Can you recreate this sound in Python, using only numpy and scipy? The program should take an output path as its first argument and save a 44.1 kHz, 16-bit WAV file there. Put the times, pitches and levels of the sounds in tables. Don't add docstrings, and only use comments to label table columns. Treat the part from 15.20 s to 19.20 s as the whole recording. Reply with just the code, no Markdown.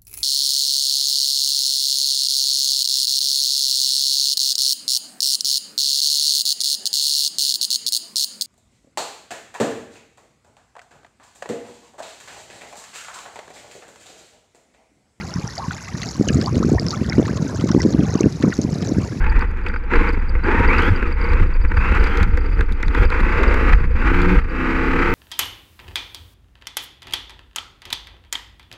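import sys
import numpy as np
from scipy import signal
from scipy.fft import rfft, irfft, next_fast_len
from scipy.io import wavfile
from scipy.ndimage import map_coordinates

SR = 44100
rng = np.random.default_rng(int(sys.argv[2]) if len(sys.argv) > 2 else 0)


def pcm_store(signal):
    levels = np.round(np.clip(np.atleast_2d(signal), -1, 1) * 32767)
    wavfile.write(sys.argv[1], SR, levels.astype(np.int16).T)


N = 176400
T = np.arange(N) / SR
PLIP_SHAPE = dict(rise=0.35, fall=6, glide=0.003)
FLUTTER_PER_S = 400


def amp(db):
    return 10 ** (np.asarray(db) / 20)


def unit(x):
    return x / np.sqrt(np.mean(x ** 2) + 1e-20)


def curves(rows):
    times, *columns = np.transpose(rows)
    return [np.interp(T, times, column) for column in columns]


def wobble(rate):
    return map_coordinates(rng.standard_normal(N // 8), [T * rate], mode="wrap")


def filtered(x, response):
    size = next_fast_len(N + 8192)
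    return irfft(rfft(x, size) * response(np.fft.rfftfreq(size, 1 / SR)), size)[:N]


def coloured(x, eq):
    eq_hz, eq_db = np.transpose(eq)
    return unit(filtered(x, lambda hz: amp(np.interp(np.log(hz + 1), np.log(eq_hz), eq_db))))


def ring(rows, rise, fall, glide):
    out = np.zeros(N)
    for (s, db, hz), (turn, drift) in zip(rows, rng.random((len(rows), 2))):
        a, b = np.clip([int((s - 10 * rise / hz) * SR), int((s + 10 * fall / hz) * SR)], 0, N)
        if b > a:
            cycles = (T[a:b] - s) * hz
            envelope = (rise + fall) / (rise * np.exp(-cycles / rise) + fall * np.exp(cycles / fall))
            climb = glide * (2 * drift - .5)
            phase = 2 * np.pi * (cycles * (1 + climb * cycles / 2) + turn)
            out[a:b] += amp(db) * envelope * np.sin(phase)
    return out


def swarm(per_s, centre_hz, octaves, spread_db):
    when, size, pitch_a, pitch_b = rng.random((8000, 4))[:int(per_s * N / SR)].T
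    strength = -np.log(.02 + .98 * size)
    hz = centre_hz * 2 ** (octaves * (pitch_a + pitch_b - 1))
    return np.column_stack([when * N / SR, spread_db * strength, hz])


def offspring(rows, mean_delay_s, gain_db, centre_hz, octaves, count):
    parent_s, parent_db = np.repeat([row[:2] for row in rows], count, axis=0).T
    wait, pitch = rng.random((len(parent_s), 2)).T
    times = parent_s - mean_delay_s * np.log(1 - wait)
    hz = centre_hz * 2 ** (octaves * (2 * pitch - 1))
    return np.column_stack([times, parent_db + gain_db, hz])


# (frequency [Hz], gain [dB])
WASH_EQ = [(25, -47.5), (60, 3.5), (130, 3.5), (300, -16.5), (1300, -20), (2100, -19.5), (3100, -30.5),
           (5300, -20.5), (6700, -25), (8600, -41), (10500, -33.5), (15000, -61)]


def wash():
    level_db = -37.5 + wobble(21)
    return amp(level_db) * coloured(rng.standard_normal(N), WASH_EQ)


# (time [s], level [dB])
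CHURN_LEVELS = [(0, -30.5), (.36, -43), (.48, -35.5), (.64, -45.5), (.84, -27.5), (.95, -34.5), (1.16, -16),
                (1.27, -23.5), (1.54, -14), (1.74, -29), (1.98, -21.5), (2.3, -24.5), (2.56, -20),
                (2.8, -19), (2.89, -21), (3.06, -17), (3.12, -29.5), (3.19, -28), (3.26, -15),
                (3.33, -31.5), (3.46, -23.5), (3.74, -20.5), (4, -27.5)]
# (frequency [Hz], gain [dB])
CHURN_EQ = [(25, -42), (55, -7), (90, -4.5), (170, -3.5), (300, -6), (430, -7), (750, -11), (2000, -85)]


def churn():
    level_db, = curves(CHURN_LEVELS)
    pockets = swarm(per_s=340, centre_hz=234, octaves=2.14, spread_db=2.5)
    return amp(level_db) * coloured(ring(pockets, rise=0.11, fall=0.8, glide=0.11), CHURN_EQ)


def gurgle():
    bubbles = swarm(per_s=340, centre_hz=1399, octaves=1.5, spread_db=3)
    return unit(ring(bubbles, rise=0.45, fall=6.6, glide=0.013))


# (frequency [Hz], gain [dB])
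SPRAY_EQ = [(700, -6.5), (3200, -6), (6700, 2), (8500, -12), (15000, 2)]


def spray(centre_hz=5506):
    spurts = swarm(per_s=85, centre_hz=centre_hz, octaves=0, spread_db=3)
    drops = offspring(spurts, mean_delay_s=0.0062, gain_db=0, centre_hz=centre_hz, octaves=0.55, count=3)
    return coloured(ring(drops, rise=0.083, fall=6.3, glide=0.003), SPRAY_EQ)


# (time [s], gurgle level [dB], spray level [dB])
SPLASH_LEVELS = [(0, -40.5, -45), (.65, -40, -44), (.88, -39, -39), (1.0, -45, -44.5), (1.11, -37, -39.5),
                 (1.32, -45, -44), (1.68, -40.5, -40), (1.85, -37.5, -42), (2.13, -41, -45),
                 (2.35, -39, -45.5), (2.72, -42.5, -44), (2.87, -36.5, -42), (3.0, -36, -41),
                 (3.14, -50, -50), (3.26, -36.5, -43.5), (3.38, -47.5, -41.5), (3.63, -43, -42),
                 (3.86, -37.5, -45), (4, -49, -52)]


def splash():
    gurgle_db, spray_db = curves(SPLASH_LEVELS)
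    return amp(gurgle_db) * gurgle() + amp(spray_db) * spray()


# (time [s], relative level [dB], pitch [Hz])
SPRAY_DROPS = [(0.14, -20, 5440), (0.277, -21, 5700), (0.381, -19, 4670), (0.823, -23, 4160),
               (0.889, -20, 5200), (1.086, -14, 6300), (1.105, -41, 9800), (1.146, -19.5, 6860),
               (1.214, -20.5, 4880), (1.261, -17.5, 4580), (1.597, -16, 4880), (1.666, -19.5, 5400),
               (1.685, -16.5, 5020), (1.707, -16, 4580), (1.898, -16.5, 5220), (2.516, -17.5, 5560),
               (2.619, -14.5, 5560), (2.868, -31, 6300), (2.941, -21, 6160), (3.009, -15, 6260),
               (3.416, -19.5, 6370)]


def ticks():
    return amp(2.5) * ring(SPRAY_DROPS, **PLIP_SHAPE)


# (time [s], level [dB], pitch [Hz])
PLIP_BUBBLES = [(0.01, -21.5, 2140), (0.51, -22, 1440), (.682, -25.5, 2010), (.832, -25, 1990),
                (1.088, -14.5, 2850), (1.923, -15.5, 2080), (2.17, -30, 1060), (2.518, -22.5, 1460),
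                (2.604, -16, 1970), (2.947, -30, 1180), (3.033, -26.5, 2610), (3.325, -21.5, 1870)]


def plips():
    return ring(PLIP_BUBBLES, **PLIP_SHAPE) * (1 + 0.32 * wobble(FLUTTER_PER_S))


# (time [s], relative level [dB])
FILM_BURSTS = [(0.817, -24), (1.214, -25.5), (1.354, -28), (1.665, -29.5), (2.053, -31), (2.079, -29),
               (2.172, -29.5), (2.41, -28.5), (2.489, -24.5), (2.63, -24.5), (3.225, -26), (3.623, -26)]


def pops(decay_s=0.003):
    envelope = np.zeros(N)
    for s, db in FILM_BURSTS:
        envelope[T >= s] += amp(db) * np.exp(-(T[T >= s] - s) / decay_s)
    shed = offspring(FILM_BURSTS + PLIP_BUBBLES, mean_delay_s=0.005, gain_db=-9,
                     centre_hz=2790, octaves=1, count=3)
    band = signal.butter(4, [960, 6100], "bandpass", fs=SR, output="sos")
    cracks = 2 * signal.sosfilt(band, envelope * rng.standard_normal(N))
    return cracks + ring(shed, **PLIP_SHAPE)


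# (time [s], length [s], start pitch [Hz], end pitch [Hz], level [dB])
DOME_TEARS = [(0.376, 0.047, 677, 1430, -26), (0.417, 0.056, 1101, 890, -27.5),
              (1.022, 0.046, 600, 1000, -30.5), (1.214, 0.02, 1500, 1790, -31),
              (1.23, 0.093, 613, 1334, -29), (1.271, 0.03, 998, 1470, -24),
              (1.426, 0.019, 1090, 1710, -23.5), (1.566, 0.033, 880, 1250, -28),
              (1.58, 0.017, 1720, 2400, -23), (1.725, 0.034, 1230, 1430, -24),
              (1.89, 0.036, 678, 1020, -32), (2.055, 0.01, 1660, 2560, -25),
              (2.078, 0.035, 1156, 2080, -26.5), (2.49, 0.018, 1034, 1720, -27.5),
              (2.582, 0.026, 757, 1240, -26), (3.223, 0.021, 1640, 2560, -26),
              (3.242, 0.023, 976, 2320, -30), (3.317, 0.025, 2040, 940, -26),
              (3.802, 0.028, 1090, 1740, -36)]


def chirps():
    out = np.zeros(N)
    flutter = 1 + 0.75 * (wobble(FLUTTER_PER_S) + 1j * wobble(FLUTTER_PER_S))
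    for s, length, start_hz, end_hz, db in DOME_TEARS:
        span = (T >= s) & (T < s + length)
        progress = (T[span] - s) / length
        hz = start_hz * (end_hz / start_hz) ** (progress ** 1.5)
        phase = 2 * np.pi * np.cumsum(hz) / SR
        envelope = np.abs(np.sin(np.pi * progress ** 0.57))
        out[span] += amp(db) * envelope * np.real(flutter[span] * np.exp(1j * phase))
    return out / np.sqrt(np.mean(np.abs(flutter) ** 2))


# (time [s], relative level [dB])
BIG_POCKETS = [(0.161, -11.5), (0.186, -14), (0.244, -14.5), (0.484, -12), (0.746, -14), (0.999, -7),
               (1.012, -2), (1.105, -7), (1.158, -7.5), (1.192, -6), (1.37, -6), (1.404, -7), (1.449, -6),
               (1.472, -22), (1.52, -3.5), (1.527, -5.5), (1.536, -3.5), (1.66, -11.5), (1.816, -7),
               (1.889, -13.5), (1.983, -0.5), (1.99, -4.5), (1.998, -1), (2.112, -13), (2.226, -9),
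               (2.442, -4.5), (2.507, -7.5), (2.549, -1), (2.565, -2.5), (2.576, -4), (2.652, -2),
               (2.662, -1), (2.688, -9), (2.748, -3.5), (2.794, -4), (2.803, -5), (2.835, -7.5),
               (2.956, -4.5), (3.009, -1), (3.042, -4), (3.061, -0.5), (3.069, -3.5), (3.24, -1),
               (3.247, -7.5), (3.27, -4), (3.28, -6.5), (3.391, -4), (3.45, -7.5), (3.529, -11),
               (3.722, -9), (3.785, -4)]


def glugs(loud_hz=296.4, octaves_per_db=0.08, muffle_hz=750):
    pockets = [(s, db, loud_hz * 2 ** (octaves_per_db * db)) for s, db in BIG_POCKETS]
    slosh = offspring(BIG_POCKETS, mean_delay_s=0.011, gain_db=-11, centre_hz=226, octaves=1, count=2)
    heave = ring(np.vstack([pockets, slosh]), rise=0.14, fall=0.51, glide=0.025)
    return amp(2) * filtered(heave, lambda hz: 1 / np.hypot(1, (hz / muffle_hz) ** 4))


def scene():
    return (glugs() + churn() + chirps() + plips() + pops() + ticks() + splash() + wash())[None]


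def record(dry, low_cut_hz=48, top_hz=15300):
    x = filtered(dry[0], lambda hz: (hz < top_hz) / np.hypot(1, (low_cut_hz / (hz + 1)) ** 4))
    return (x / (1 + np.abs(x) ** 8) ** (1 / 8))[None]


dry = scene()
out = record(dry)
pcm_store(out)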